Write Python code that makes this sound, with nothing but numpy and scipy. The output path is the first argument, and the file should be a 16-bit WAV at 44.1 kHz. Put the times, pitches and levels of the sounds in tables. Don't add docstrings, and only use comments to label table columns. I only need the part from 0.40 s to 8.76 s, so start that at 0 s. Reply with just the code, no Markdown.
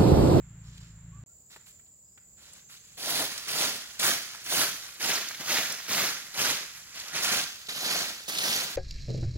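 import sys
import numpy as np
from scipy import signal
from scipy.fft import rfft, irfft, next_fast_len
from scipy.io import wavfile
from scipy.ndimage import uniform_filter1d

SR = 44100
rng = np.random.default_rng(int(sys.argv[2]) if len(sys.argv) > 2 else 0)


def pcm_store(signal):
    levels = np.round(np.clip(np.atleast_2d(signal), -1, 1) * 32767)
    wavfile.write(sys.argv[1], SR, levels.astype(np.int16).T)


N = 368676
TIME_S = np.arange(N) / SR
FFT_LEN = next_fast_len(N + SR, True)
FREQ_HZ = np.fft.rfftfreq(FFT_LEN, 1 / SR)

SLOPE_END_S, HUT_START_S = 0.838, 0.862

# frequency in Hz, relative density in dB per Hz.
SLOPE_AIR = [(25, -8), (120, 19), (300, -3), (450, -10.5), (750, -10.5), (1700, -6), (3500, -14),
             (5800, -20), (6700, -5), (7400, 8), (8600, -40), (11500, -25), (15500, -20)]
HUT_AIR = [(25, -21), (55, -1.5), (170, -2.5), (280, -15), (500, -15), (1400, -27), (3500, -29.5),
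           (5000, -19), (5900, -26), (6700, -7), (7300, 2), (8800, -36), (11500, -23.5), (15500, -16.5)]
SLOPE_AIR_DB, HUT_AIR_DB = -54.5, -58
# start in seconds, rms level in dB, pitch in Hz, half-width of the band in Hz, mean pulses per second.
INSECTS = [(0, -68.5, 7200, 90, 28), (0.86, -62, 7210, 69.5, 20), (0.86, -69, 7370, 110, 22),
           (0.86, -66.5, 7940, 70, 26), (2.05, -62, 6400, 140, 27)]
# time in seconds, firings per second.
ENGINE_SPEED = [(0, 28), (0.3, 28.5), (0.5, 27.5), (0.84, 27.5)]
# multiple of the firing rate, rms level in dB before wavering.
ENGINE_ORDERS = [(1, -68), (1.5, -74), (2, -54.5), (3, -65), (4, -54), (5, -57), (6, -55.5), (7, -80),
                 (8, -89), (9, -81), (10, -86)]
# start in seconds, length in seconds, first pitch in Hz, last pitch in Hz, rms level in dB.
BIRDS = [(0.706, 0.112, 1076, 1230, -66), (0.88, 0.058, 1330, 1400, -80), (1.597, 0.28, 5060, 4950, -79)]

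# time in seconds, slap peak in dB, slap centre in Hz, heel thud in dB re slap
STEPS = [(1.161, -43, 1840, -1), (1.268, -48, 2530, -20), (1.393, -54.5, 1770, -22),
         (1.463, -57, 3780, -15), (1.775, -47.5, 1750, -8), (2.297, -45, 1720, -18),
         (2.341, -46, 1800, -20)]
HEEL_CENTRE_HZ = 560
# time in seconds, peak in dB before the trim in snaps(), centre in Hz.
SNAPS = [(0.378, -39, 3540), (2.133, -34, 7640), (2.372, -38, 3020), (2.693, -21.5, 1760),
         (2.978, -19, 5500), (3.596, -18, 6650), (3.736, -35, 4400), (3.948, -31.5, 1010),
         (4.041, -30, 7200), (4.886, -18.5, 5430), (4.91, -24.5, 1480), (4.946, -24, 2820),
         (5.322, -15.5, 6090), (5.727, -21, 2310), (6.228, -27, 1460), (6.599, -20, 4940),
         (7.269, -28, 4150), (7.291, -24.5, 3650), (7.985, -12, 3740)]

# touch-down in seconds, pressing in in seconds, full pressure in seconds,
# level in dB before the arch, first touch in dB re full, easing off in dB per second,
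# then soil rumble, tip hiss and settling litter, each in dB re level.
STROKES = [ (2.568, 0.13, 0.099, -34.5, -11.5, 90, -7.5, -2, -6),
           (3.067, 0.12, 0.07, -31.5, -9, 109, -7.5, -2.5, -17),
           (3.588, 0.058, 0.054, -28.5, -7, 153, -8.5, -1, -15.5),
           (4.040, 0.083, 0.11, -31, -18, 130, -7.5, 0, -13.5),
           (4.592, 0.047, 0.098, -30.5, -12, 102, -10, -6, -13),
           (5.011, 0.083, 0.11, -30.5, -26, 135, -8.5, -5, -11),
           (5.474, 0.042, 0.14, -30.5, -9.5, 126, -9.5, -4.5, -16.5),
           (5.932, 0.06, 0.12, -30, -16, 155, -9, -5, -18),
           (6.716, 0.14, 0.15, -31.5, -10.5, 180, -11.5, -5, -16.5),
           (7.286, 0.17, 0.16, -33, -11, 86, -9, -6.5, -17.5),
           (7.874, 0.18, 0.12, -31, -12.5, 79, -9, -4.5, -20)]
TOUCH_RISE_S, ARCH_DB = 0.0097, 1.4
EARTH_POWER = 1.17
# start in seconds, length in seconds,
# level in dB, soil rumble in dB re level, hiss in dB re level.
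SCUFFS = [ (0.21, 0.26, -63.5, -15, -13), (1.097, 0.036, -57, -13, -2), (1.255, 0.032, -61.5, -18, 3),
          (1.961, 0.22, -59, -9, -5), (2.284, 0.075, -55.5, -21, 0), (2.41, 0.14, -62, -20, -4),
          (2.69, 0.011, -39, -4, 6), (2.786, 0.012, -32.5, -3, 1.5), (3.076, 0.034, -39.5, -11, -1),
          (4.205, 0.044, -34, -9.5, -18), (4.996, 0.015, -42.5, -3, -2), (5.295, 0.016, -40.5, -5.5, -8),
          (6.20, 0.021, -48, -6, -10), (6.34, 0.036, -51.5, -28, -2), (6.509, 0.2, -44.5, -13.5, -7),
          (6.735, 0.047, -36, -8, -15), (6.822, 0.03, -34, -7, -0.5), (7.283, 0.012, -38.5, -9, -18),
          (7.878, 0.015, -37, -5.5, -2)]
SCUFF_RISE_SHARE, SCUFF_FALL_DB_PER_S = 0.27, 258
SETTLE_EARTH_DB, SETTLE_TIPS_DB = -14, -3.5
SETTLE_FALL_DB_PER_S = 19.5
TICKS_DB, TICKS_PER_S = -5.5, 110
# time in seconds, lag of the left port in samples,
# leaf crackle in dB re scrape, before the leaf trim in broom().
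BROOM_PATH = [(1.1, 5.9, -3), (2.8, 5.06, 0.5), (3.7, 5.5, -9), (4.2, 4.47, -5.5), (4.7, 3.5, -13),
              (5.6, 3.4, -16), (6.1, 3.97, -24), (6.95, 4.6, -5.5), (7.35, 7.36, 0), (7.7, 5.9, -4.5),
              (7.95, 9.8, -2.5), (8.3, 5.5, -5)]
# frequency in Hz, relative density in dB per Hz.
SCRAPE_SPECTRUM = [(40, -50), (90, -14.5), (160, -5.0), (450, -6.5), (680, -2.5), (900, -5.5), (1500, 0.6),
                   (2300, 0.0), (2800, -1.4), (3600, -0.9), (6500, -0.2), (8200, -8.5), (10500, -3.5),
                   (15500, -8.5)]
# frequency in Hz, relative density in dB per Hz.
LEAF_SPECTRUM = [(1500, -25), (3000, -2), (3700, 1), (4500, 3), (5600, -7), (7500, -17), (11000, -6.5),
                 (16000, -41)]

# frequency in Hz, T60 in seconds.
WOOD_T60 = [(150, 0.5), (700, 0.35), (1500, 0.5), (4000, 0.58), (7000, 0.6), (14000, 0.4)]
# frequency in Hz, level in dB re direct sound.
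WOOD_ECHO = [(100, -11.5), (700, -19), (1500, -8), (6000, -6.5), (9000, -10.5), (15000, -9)]
# frequency in Hz, level in dB re direct sound.
SCATTER = [(100, -20), (700, -11), (1500, -7), (3000, -2), (6500, -3), (8200, 1), (10500, 0), (15000, 1)]
# frequency in Hz, left minus right in dB.
PORT_BALANCE = [(100, 0), (900, -0.3), (1500, -1.7), (3500, -0.3), (4500, -3.6), (7200, -3.4), (8100, 5),
                (8600, 3), (9400, -5.5), (11000, -2), (13500, 1.7), (16000, -1)]
BAND_EDGE_HZ = 15850


def gain_of(db):
    return 10 ** (np.asarray(db) / 20)


def evened(x):
    return x / np.sqrt(np.mean(x ** 2) + 1e-20)


def read(points, hz):
    f, value = np.transpose(points)
    return np.interp(np.log(hz + 1), np.log(f + 1), value)


def follow(rows):
    s, *columns = np.transpose(rows)
    return [np.interp(TIME_S, s, column) for column in columns]


def add(mix, start_s, sound):
    part = mix[max(round(start_s * SR), 0):][:len(sound)]
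    part += sound[:len(part)]


def colour(x, gain):
    return irfft(rfft(x, FFT_LEN) * gain)[..., :N]


def wander(per_s, count=N):
    points = rng.standard_normal(8192)
    return evened(np.interp(TIME_S[:count] * per_s, np.arange(len(points)), points))


def diffuse(pair, hz, same_hz=2900):
    same = np.sinc(hz / same_hz)
    return np.array([pair[0], same * pair[0] + np.sqrt(1 - same ** 2) * pair[1]])


def contact(start_s, rise_s, held_s, fall_db_per_s):
    t = TIME_S - start_s
    return np.clip(t / rise_s, 0, 1) * gain_of(-abs(fall_db_per_s) * np.maximum(t - held_s, 0))


def hits(rows, level_db, t60_s, octaves):
    out, t = np.zeros(N), np.arange(4096) / SR
    hz = np.fft.rfftfreq(len(t), 1 / SR) + 1
    lead_s = 128 / SR
    noises = rng.standard_normal((len(rows), len(t)))
    for (s, peak_db, centre_hz), noise in zip(rows, noises):
        burst = noise * (t >= lead_s) * gain_of(-60 * (t - lead_s) / t60_s)
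        burst = irfft(rfft(burst) / (1 + (np.log2(hz / centre_hz) / octaves) ** 2))
        add(out, s - lead_s, gain_of(peak_db + level_db) * burst / abs(burst).max())
    return out


def grains(gain, per_s, spread_db, patchy_db):
    size = gain_of(spread_db * np.minimum(rng.exponential(1, N), 4.5))
    sign = rng.choice([-1., 1.], N)
    clicks = size * sign * (rng.random(N) < per_s / SR)
    z = signal.stft(clicks, nperseg=256)[2]
    tufts = uniform_filter1d(rng.standard_normal(z.shape), size=5, axis=0)
    tufts = evened(uniform_filter1d(tufts, size=5, axis=1))
    patchy = signal.istft(z * gain_of(patchy_db * tufts), nperseg=256)[1][:N]
    return evened(colour(patchy, gain))


def air(spectrum, level_db, swell_db):
    noise = diffuse(rfft(rng.standard_normal((2, FFT_LEN))), FREQ_HZ)
    shaped = irfft(noise * gain_of(read(spectrum, FREQ_HZ)))[:, :N]
    return gain_of(level_db + swell_db * wander(9.9)) * evened(shaped)


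def insects():
    out = np.zeros((2, N))
    for start_s, level_db, pitch_hz, width_hz, per_s in INSECTS:
        band = 1 / (1 + ((FREQ_HZ - pitch_hz) / width_hz) ** 2)
        ring = colour(rng.standard_normal((2, N)), band)
        turns = np.cumsum(per_s * (1 + 0.062 * wander(4))) / SR
        pulsed = ring * (1 + 0.4 * np.cos(2 * np.pi * turns))
        out += gain_of(level_db) * evened(pulsed) * (TIME_S > start_s)
    return out


def engine(first_firing_s=0.0037, smear_rad=0.066):
    count = int(SLOPE_END_S * SR)
    firings_per_s = follow(ENGINE_SPEED)[0][:count]
    turns = np.cumsum(firings_per_s) / SR - first_firing_s * ENGINE_SPEED[0][1]
    beats = np.zeros(count)
    for order, level_db in ENGINE_ORDERS:
        level = gain_of(level_db + 2.0 * wander(17, count))
        phase = 2 * np.pi * order * turns - smear_rad * order ** 2 + 0.26 * wander(14.1, count)
        beats += level * np.cos(phase)
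    return np.pad(-np.sqrt(2) * beats, (0, N - count))


def birds():
    out = np.zeros(N)
    for start_s, length_s, first_hz, last_hz, level_db in BIRDS:
        count = int(length_s * SR)
        hz = np.linspace(first_hz, last_hz, count) * (1 + 0.021 * wander(300)[:count])
        whistle = np.sin(2 * np.pi * np.cumsum(hz) / SR) * signal.windows.tukey(count, 0.6)
        add(out, start_s, gain_of(level_db) * evened(whistle))
    return out


def echoes(x, level, t60, start_s):
    hz, t, z = signal.stft(rng.standard_normal((2, SR)), SR, nperseg=256)
    fade = gain_of(-60 * t / read(t60, hz)[:, None])
    energy = (fade ** 2).sum(1, keepdims=True) * t[1] * SR
    fade *= gain_of(read(level, hz))[:, None] / np.sqrt(energy)
    tail = signal.istft(diffuse(z, hz[:, None]) * fade, SR, nperseg=256)[1]
    tail = np.pad(tail, ((0, 0), (int(start_s * SR), 0)))
    return signal.fftconvolve(x[None], tail, axes=1)[:, :N]


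def scatter(x, delay_s):
    shifting = np.sqrt(2) * np.cos(3 * wander(260))
    delayed = np.pad(x * shifting, (int(delay_s * SR), 0))[:N]
    return colour(delayed, gain_of(read(SCATTER, FREQ_HZ)))


def steps():
    slaps = [(s, db, hz) for s, db, hz, heel_db in STEPS]
    thuds = [(s, db + heel_db, HEEL_CENTRE_HZ) for s, db, hz, heel_db in STEPS]
    slap = hits(slaps, level_db=-2.5, t60_s=0.068, octaves=0.51)
    thud = hits(thuds, level_db=5.5, t60_s=0.04, octaves=1.3)
    return slap + thud


def snaps():
    return hits(SNAPS, level_db=-4.0, t60_s=0.024, octaves=0.51)


def litter():
    power = np.zeros((3, N))
    for s, press_s, full_s, db, *_, settle_db in STROKES:
        settling = gain_of(db + settle_db) * contact(s, press_s, press_s + full_s, SETTLE_FALL_DB_PER_S)
        power += np.outer([1, gain_of(SETTLE_EARTH_DB), gain_of(SETTLE_TIPS_DB)], settling) ** 2
    for s, length_s, db, earth_db, tips_db in SCUFFS:
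        scuff = gain_of(db) * contact(s, SCUFF_RISE_SHARE * length_s, length_s, SCUFF_FALL_DB_PER_S)
        power += np.outer([1, gain_of(earth_db), gain_of(tips_db)], scuff) ** 2
    return np.sqrt(power)


def strokes():
    power = np.zeros((3, N))
    for s, press_s, full_s, db, touch_db, ease_db_per_s, earth_db, tips_db, _ in STROKES:
        pressed = np.clip((TIME_S - s) / press_s, 0, 1)
        arch = np.sin(np.pi * np.clip((TIME_S - s - press_s) / full_s, 0, 1))
        push = contact(s, TOUCH_RISE_S, press_s + full_s, ease_db_per_s)
        push *= gain_of(touch_db * (1 - pressed) + ARCH_DB * arch)
        rumble = gain_of(earth_db) * push ** EARTH_POWER
        hiss = gain_of(tips_db) * push
        power += (gain_of(db) * np.array([push, rumble, hiss])) ** 2
    return np.sqrt(power)


def broom(earth_hz=950, tips_hz=7500):
    loose = litter()
    scrape, rumble, hiss = np.hypot(strokes(), loose)
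    leaf_db = follow(BROOM_PATH)[1]
    body = gain_of(read(SCRAPE_SPECTRUM, FREQ_HZ))
    low = 1 / (1 + (FREQ_HZ / earth_hz) ** 8)
    high = 1 / (1 + (tips_hz / (FREQ_HZ + 1)) ** 16)
    middle = body * np.sqrt((1 - low) * (1 - high))

    earth = gain_of(-0.87) * grains(body * np.sqrt(low), per_s=3000, spread_db=1.5, patchy_db=1.5)
    stalks = gain_of(0.9) * grains(middle, per_s=3500, spread_db=1.5, patchy_db=2.0)
    tips = gain_of(-1.9) * grains(body * np.sqrt(high), per_s=9000, spread_db=2.0, patchy_db=1.4)
    leaf_gain = gain_of(read(LEAF_SPECTRUM, FREQ_HZ))
    leaves = gain_of(leaf_db + 0.5) * grains(leaf_gain, per_s=1300, spread_db=1.0, patchy_db=0.5)
    ticks = gain_of(TICKS_DB) * grains(middle, per_s=TICKS_PER_S, spread_db=-1.0, patchy_db=1.5)

    on_soil = 1 / np.sqrt(1 + gain_of(leaf_db) ** 2)
    chatter_db = 0.7 * wander(55) + 0.32 * wander(240)
    swept = rumble * earth + scrape * on_soil * (stalks + leaves) + hiss * tips
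    return gain_of(chatter_db) * (swept + loose[0] * ticks)


def scene():
    slope = air(SLOPE_AIR, SLOPE_AIR_DB, swell_db=0.3)
    hut = air(HUT_AIR, HUT_AIR_DB, swell_db=0.8)
    background = np.where(TIME_S < SLOPE_END_S, slope, hut) + insects() + engine() + birds()
    near = steps() + snaps() + broom()
    lag_samples = np.rint(follow(BROOM_PATH)[0]).astype(int)
    late = near[np.maximum(np.arange(N) - lag_samples, 0)]
    ports = np.array([late + scatter(near, delay_s=0.0031), near + scatter(near, delay_s=0.0022)])
    wood = echoes(near, WOOD_ECHO, WOOD_T60, start_s=0.025)
    return background + wood + ports


def record(dry):
    ports = gain_of(np.array([[.5], [-.5]]) * read(PORT_BALANCE, FREQ_HZ))
    shaded = colour(dry, ports / np.sqrt((ports ** 2).mean(0)))
    heard = shaded * ((TIME_S < SLOPE_END_S) | (TIME_S > HUT_START_S))
    band_limit = signal.firwin(801, BAND_EDGE_HZ, window=("kaiser", 9), fs=SR)
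    return signal.oaconvolve(heard, band_limit[None], "same")


dry = scene()
out = record(dry)
pcm_store(out)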